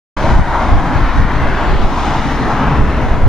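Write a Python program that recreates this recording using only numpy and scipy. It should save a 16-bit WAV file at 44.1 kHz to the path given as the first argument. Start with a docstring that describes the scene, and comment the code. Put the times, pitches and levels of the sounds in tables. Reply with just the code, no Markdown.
"""Airliner approach in a breeze

Far off, an airliner on its landing approach gives a low rumble, a deep throb, a blurred moan and a broad roar.
All four are shaped noise; each band of the roar swells and fades, in part dipping after hard gusts as the
recorder's limiter turns the level down. Wind noise with short gusts and single pressure thumps buffets
the microphone, the hardest up to overload."""
import sys
import numpy as np
from scipy import signal
from scipy.fft import rfft, irfft
from scipy.io import wavfile
from scipy.ndimage import uniform_filter1d

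SR = 44100
rng = np.random.default_rng(int(sys.argv[2]) if len(sys.argv) > 2 else 0)


def transcribe(signal):
    """Save signal, clipped to [-1, 1], as a 16-bit WAV file at the path in sys.argv[1]."""
    frames = np.atleast_2d(signal).T
    limited = np.clip(frames, -1, 1)
    pcm = np.round(limited * 32767).astype(np.int16)
    wavfile.write(sys.argv[1], SR, pcm)


N = 144648

# Uneven rise and fall of the rumble, without its steady growth; only relative level counts [t/s, level/dB]
RUMBLE_SWELL = [(0.19, -24), (0.47, -25.5), (0.75, -21), (0.79, -26.5), (0.91, -19.5), (0.99, -25.5),
                (1.19, -25), (1.27, -21), (1.51, -26), (1.71, -24.5), (1.79, -26.5), (2.79, -18.5),
                (2.91, -24.5), (3.11, -22), (3.23, -25)]
# Rise and fall of the roar, shared by the fan moan; only the relative level counts [t/s, level/dB]
ROAR_SWELL = [(0.19,-23.5), (0.27,-19.5), (0.44,-25), (0.5,-20), (0.56,-16), (0.7,-19), (0.8,-20.5),
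              (1.15,-22.5), (1.23,-26.5), (1.31,-22.5), (1.55,-25), (1.63,-21.5), (1.75,-26.5), (1.83,-22),
              (1.91,-25), (1.97,-19.5), (2.15,-20.5), (2.2,-24.5), (2.42,-22), (2.49,-22), (2.63,-19),
              (2.76,-21), (2.83,-26), (3.07,-22), (3.23,-25.5)]
TONAL_SAME, TONAL_LEFT_DB = 1, 2.5  # rumble, throb and moan: left-right likeness, left minus right


def amp(db):
    """Decibels to gain."""
    return 10 ** (np.asarray(db) / 20)


def unit(x):
    """Scales to rms 1."""
    return x / np.sqrt(np.mean(x ** 2) + 1e-20)


def at_hz(points, hz):
    """Reads a table on a log-frequency axis."""
    f, value = np.transpose(points)
    return np.interp(np.log(hz + 1), np.log(f + 1), value)


def swing(points, t):
    """Reads a level curve, in dB about its mean power."""
    db = np.interp(t, *np.transpose(points))
    return db - 10 * np.log10(np.mean(amp(db) ** 2))


def drift(shape, widths):
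    """Smooth random field of rms 1; widths in cells, one for each axis."""
    field = rng.standard_normal(shape)
    for axis, width in enumerate(widths):
        smooth = np.exp(-(np.fft.rfftfreq(shape[axis]) * width * 2) ** 2)
        spectrum = rfft(field.swapaxes(axis, -1)) * smooth
        field = irfft(spectrum, shape[axis]).swapaxes(axis, -1)
    return unit(field)


def noise_pair(gain, same):
    """Left and right noise with one spectrum; the likeness is the share of power in common."""
    common, own_left, own_right = rfft(rng.standard_normal((3, N))) * gain
    same = np.clip(same, 0, 1)
    own = np.array([own_left, own_right])
    return unit(irfft(np.sqrt(same) * common + np.sqrt(1 - same) * own, N))


def steadied(x, span_s):
    """Divides out the slow level of a noise, so that an envelope alone sets its strength."""
    power = uniform_filter1d((x ** 2).mean(0), max(int(span_s * SR), 2))
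    return x / np.sqrt(power + 1e-9)


def narrow_noise(centre_hz, width_hz, span_s):
    """Steadied noise in a resonance-shaped hump; the width is taken at half amplitude."""
    hz = np.fft.rfftfreq(N, 1 / SR)
    gain = 1 / (1 + (2 * (hz - centre_hz) / width_hz) ** 2)
    return steadied(noise_pair(gain, TONAL_SAME), span_s)


def panned(x, left_db):
    """Sets the left channel this many dB above the right."""
    return x * amp(np.array([[left_db], [-left_db]]) / 2)


def jet_roar():
    """Exhaust and airframe noise; each band swells and fades, in part dipping as the limiter reacts to gusts."""
    # Average colour of the jet noise; only its shape counts [f/Hz, level per Hz/dB]
    colour = [(100, -6), (185, -1), (250, 0), (310, -2), (450, -9), (600, -5.5), (780, -3), (920, -2.5),
              (1200, -6), (1600, -9.5), (2000, -13.5), (2700, -21), (3700, -25), (5000, -30.5), (6600, -34),
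              (8000, -42.5), (10000, -49.5), (13500, -53.5)]
    # Rise and fall of the low middle, upper roar, hiss and treble; relative levels [t/s, level/dB]
    body_swell = [(0.19, -27.0), (0.27, -22), (0.35, -33), (0.55, -26.5), (0.99, -29.5), (1.11, -31.5),
                  (1.19, -27), (1.27, -31.0), (1.43, -28.5), (1.55, -29.5), (1.71, -26.5), (2.07, -29.5),
                  (2.11, -28), (2.31, -32), (2.51, -22), (2.55, -29), (2.67, -26.5), (2.91, -29),
                  (2.99, -25), (3.23, -27)]
    upper_swell = [(0.19,-26), (0.33,-25), (0.4,-28.5), (0.51,-24.5), (0.63,-27.5), (0.8,-27), (0.9,-25.5),
                   (1.35,-24), (1.7,-24), (1.8,-28), (1.9,-29), (2.05,-25.5), (2.43,-26), (2.68,-23.5),
                   (2.83,-26), (3.05,-27), (3.23,-31)]
    hiss_swell = [(0.19, -39), (0.27, -37.5), (0.43, -43.5), (0.55, -39.5), (0.71, -40), (0.79, -41),
                  (1.15, -39.5), (1.23, -43), (1.67, -37), (1.83, -38), (1.87, -41), (2.03, -36),
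                  (2.43, -39.5), (2.63, -38), (2.79, -39.5), (2.83, -43), (2.91, -41.5), (3.23, -44)]
    treble_swell = [(0.19, -45.5), (0.31, -42.5), (0.43, -50.5), (0.51, -48.0), (0.79, -49.5), (0.95, -49),
                    (1.07, -51.5), (1.19, -47.5), (1.27, -54.5), (1.31, -50.5), (1.47, -51.5), (1.63, -50),
                    (1.91, -49.5), (2.03, -42), (2.43, -47.5), (2.99, -52.5), (3.03, -50.5), (3.23, -53)]
    # Where the six swells act in turn, then a top band with no swell [f/Hz]
    band_hz = [250, 480, 900, 1700, 3400, 6800, 13000]
    # Stereo likeness: the likeness of left and right amplitudes [f/Hz, likeness/1]
    likeness = [(60, 0.95), (300, 1), (900, 0.98), (1800, 0.89), (3700, 0.73), (5000, 0.66), (6600, 0.44),
                (8000, 0.25), (13000, .15)]
    # Stereo balance [f/Hz, left minus right/dB]
    balance = [(100, 0.8), (900, 1.74), (1800, 2), (3700, 2.5), (6600, 1), (9000, 3.5), (13000, 3.5)]
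    # Phase by which the left port leads [f/Hz, lead/rad]
    lead = [(100, 0.12), (900, -0.19), (2700, 0.25), (5000, 0.49), (6600, 1.3), (8000, 3.16),
            (10000, -1.75)]
    roar_db = -17
    # scintillation by the air: patches in time and frequency, and a flutter of all bands at once
    patch_db, patch_s, patch_hz = 1.54, 0.16, 122
    flutter_db, flutter_s = 0.5, 0.027

    window, hop = 1024, 256
    frames, hz = N // hop + 5, np.fft.rfftfreq(window, 1 / SR)
    t = np.arange(frames) * hop / SR
    curves = (RUMBLE_SWELL, body_swell, ROAR_SWELL, upper_swell, hiss_swell, treble_swell)
    levels = np.array([swing(curve, t) for curve in curves] + [np.zeros(frames)])
    # each row of shares crossfades one swell into its neighbours along the spectrum
    shares = np.array([at_hz(list(zip(band_hz, row)), hz) for row in np.eye(len(band_hz))])
    db = at_hz(colour, hz) + levels.T @ shares
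    db += patch_db * drift(db.shape, (patch_s / t[1], patch_hz / hz[1]))
    db += flutter_db * drift((frames,), (flutter_s / t[1],))[:, None]

    a, b, c, d = rng.standard_normal((4, frames, len(hz)))
    same = np.clip(at_hz(likeness, hz), -1, 1)
    side = amp(at_hz(balance, hz) / 2)
    left = a + 1j * b
    right = same * left + np.sqrt(1 - same ** 2) * (c + 1j * d)
    right = right * np.exp(-1j * at_hz(lead, hz))
    spectra = np.array([left * side, right / side]) * amp(db)
    roar = signal.istft(spectra.swapaxes(1, 2), nperseg=window, noverlap=window - hop)[1]
    return amp(roar_db) * unit(roar[:, :N])


def jet_rumble():
    """Deep humps of exhaust noise that grow, and sink in pitch, as the aircraft climbs in the view."""
    # Humps in the rumble, before swell and growth [start f/Hz, end f/Hz, width/Hz, level/dB]
    humps = [(137.7, 134, 23, -28), (318, 238, 58, -31), (539.6, 405, 38, -38)]
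    growth_db_per_s = 2.4
    t, out = np.arange(N) / SR, np.zeros((2, N))
    for start_hz, end_hz, width_hz, db in humps:
        hump = narrow_noise(start_hz, width_hz, 0.12)
        shift_hz = np.linspace(0, end_hz - start_hz, N)
        glide = np.exp(2j * np.pi * np.cumsum(shift_hz) / SR)
        out += amp(db) * (signal.hilbert(hump) * glide).real  # slides the whole hump in frequency
    growth_db = growth_db_per_s * (t - t.mean())
    return panned(out * amp(swing(RUMBLE_SWELL, t) + growth_db), TONAL_LEFT_DB)


def throb():
    """A narrow, very deep noise band, nearly a pure note, that stands out near the end."""
    # Level of the throb [t/s, level/dB]
    throb_level = [(.2, -29), (2.55, -28), (2.78, -21.5), (2.88, -14), (3.0, -18), (3.12, -24), (3.25, -30)]
    note = narrow_noise(63.8, 18, 0.064)
    t = np.arange(N) / SR
    return panned(note * amp(np.interp(t, *np.transpose(throb_level))), TONAL_LEFT_DB)


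def fan_moan():
    """A blurred band of fan noise that swells with the roar and grows as the engines near."""
    moan_db, growth_db_per_s = -33.5, 2.5
    tone = narrow_noise(943, 170, 0.12)
    t = np.arange(N) / SR
    level_db = moan_db + swing(ROAR_SWELL, t) + growth_db_per_s * (t - t.mean())
    return panned(tone * amp(level_db), TONAL_LEFT_DB)


def wind():
    """Eddies press on the two ports, a steady breeze and short gusts; small eddies are less alike at both."""
    # Gusts on the microphone, as bell curves of power [t/s, half length/s, level/dB]
    gusts = [(0.238, 0.015, -21), (0.327, 0.035, -8), (0.376, 0.03, -7), (0.748, 0.045, -7.5),
             (1.038, 0.051, -10), (1.213, 0.04, -7.5), (1.47, 0.088, -13.5), (1.725, 0.039, -9.5),
             (1.82, 0.038, -10), (2.824, 0.023, -8), (3.152, 0.12, -16), (3.263, 0.03, -2)]
    # Colour of the wind pressure on the ports; only its shape counts [f/Hz, level per Hz/dB]
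    pressure = [(6, -13), (13, 5), (22, 1), (35, -2), (50, -5), (70, -5.5), (100, -15), (200, -21),
                (400, -35), (1200, -54), (4000, -103)]
    # Stereo likeness of the wind: the share of power in common [f/Hz, likeness/1]
    likeness = [(20, 0.76), (50, 0.63), (110, 0.49), (250, 0.3)]
    breeze_db, left_db = -18, 0.5
    hz, t = np.fft.rfftfreq(N, 1 / SR), np.arange(N) / SR
    power = amp(breeze_db) ** 2
    for centre_s, half_s, db in gusts:
        power = power + amp(db) ** 2 * np.exp(-((t - centre_s) / half_s) ** 2)
    eddies = steadied(noise_pair(amp(at_hz(pressure, hz)), at_hz(likeness, hz)), 0.05)
    return panned(np.sqrt(power) * eddies, left_db)


def thumps():
    """Each eddy gives a brief push or suction with a slower rebound, and reaches the two ports slightly apart."""
    # Single eddies on the microphone [t/s, half width/ms, peak level/dB, left minus right/dB]
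    hits = [(.245, 2, -5.5, -4), (.288, 4.7, -7, 5), (0.361, 2.7, -3, 2), (.394, 2.4, 2, 1),
            (0.417, 3.4, -10.5, 22), (.724, 4.1, -2.5, 0), (0.75, 3.2, -0.5, -10), (.962, 2.7, -3, 11.5),
            (1.018, 2.1, -6, 3), (1.094, 5, -11.5, 17), (1.186, 1.64, -3.5, 5), (1.2, 3.2, -0.5, 3.5),
            (1.369, 3, -5.5, 7), (1.501, 1.6, -9, 2), (1.756, 2.4, -4.5, 4), (1.851, 6.6, -4.5, -6),
            (2.196, 3.6, -8, 5), (2.677, 4.7, -7, 2), (2.797, 2.1, -2, 3.5), (3.117, 4.3, -2.5, 1),
            (3.153, 3.4, -7, -2), (3.236, 2.5, -4, -5), (3.258, 4.8, 2.5, 5)]
    rebound = 3  # times wider than the push
    port_lag_ms = 1.34  # largest shift of arrival, opposite at the two ports
    t, out = np.arange(N) / SR, np.zeros((2, N))
    draws = rng.uniform(-0.86, 1, (len(hits), 2))
    for (centre_s, width_ms, db, left_db), (way, lag) in zip(hits, draws):
        ms = 1000 * (t - centre_s) + lag * port_lag_ms * np.array([[1], [-1]])
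        u = ms / width_ms
        push = np.exp(-u ** 2) - np.exp(-(u / rebound) ** 2) / rebound
        out += panned(np.sign(way) * amp(db) * push / push.max(), left_db)  # sign: push or suction
    return out


def scene():
    """Aircraft and wind together."""
    return jet_roar() + jet_rumble() + throb() + fan_moan() + wind() + thumps()


def record(dry):
    """The sound cuts in; hard gusts push a limiter down and round off at the ceiling; then the band limit."""
    start_s, open_s = 0.165, 0.0074
    limit, release_db_per_s, attack_s = 1.38, 25, 0.03  # limit as a share of full scale
    ceiling, knee, edge_hz = 1.0, 0.8, 14600
    t = np.arange(N) / SR
    x = dry * np.clip((t - start_s) / open_s, 0, 1)

    over_db = 20 * np.log10(np.maximum(abs(x).max(0) / limit, 1))
    fall_db = release_db_per_s * t
    held_db = np.maximum.accumulate(over_db + fall_db) - fall_db  # peak hold that falls at a steady rate
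    lag = np.exp(-1 / (attack_s * SR))
    x = x / amp(signal.lfilter([1 - lag], [1, -lag], held_db))

    room = ceiling - knee
    rounded = room * np.tanh(np.maximum(abs(x) - knee, 0) / room)
    x = np.sign(x) * (np.minimum(abs(x), knee) + rounded)
    low_pass = signal.firwin(511, edge_hz, window=("kaiser", 9), fs=SR)
    return signal.oaconvolve(x, low_pass[None], "same")


dry = scene()
out = record(dry)
transcribe(out)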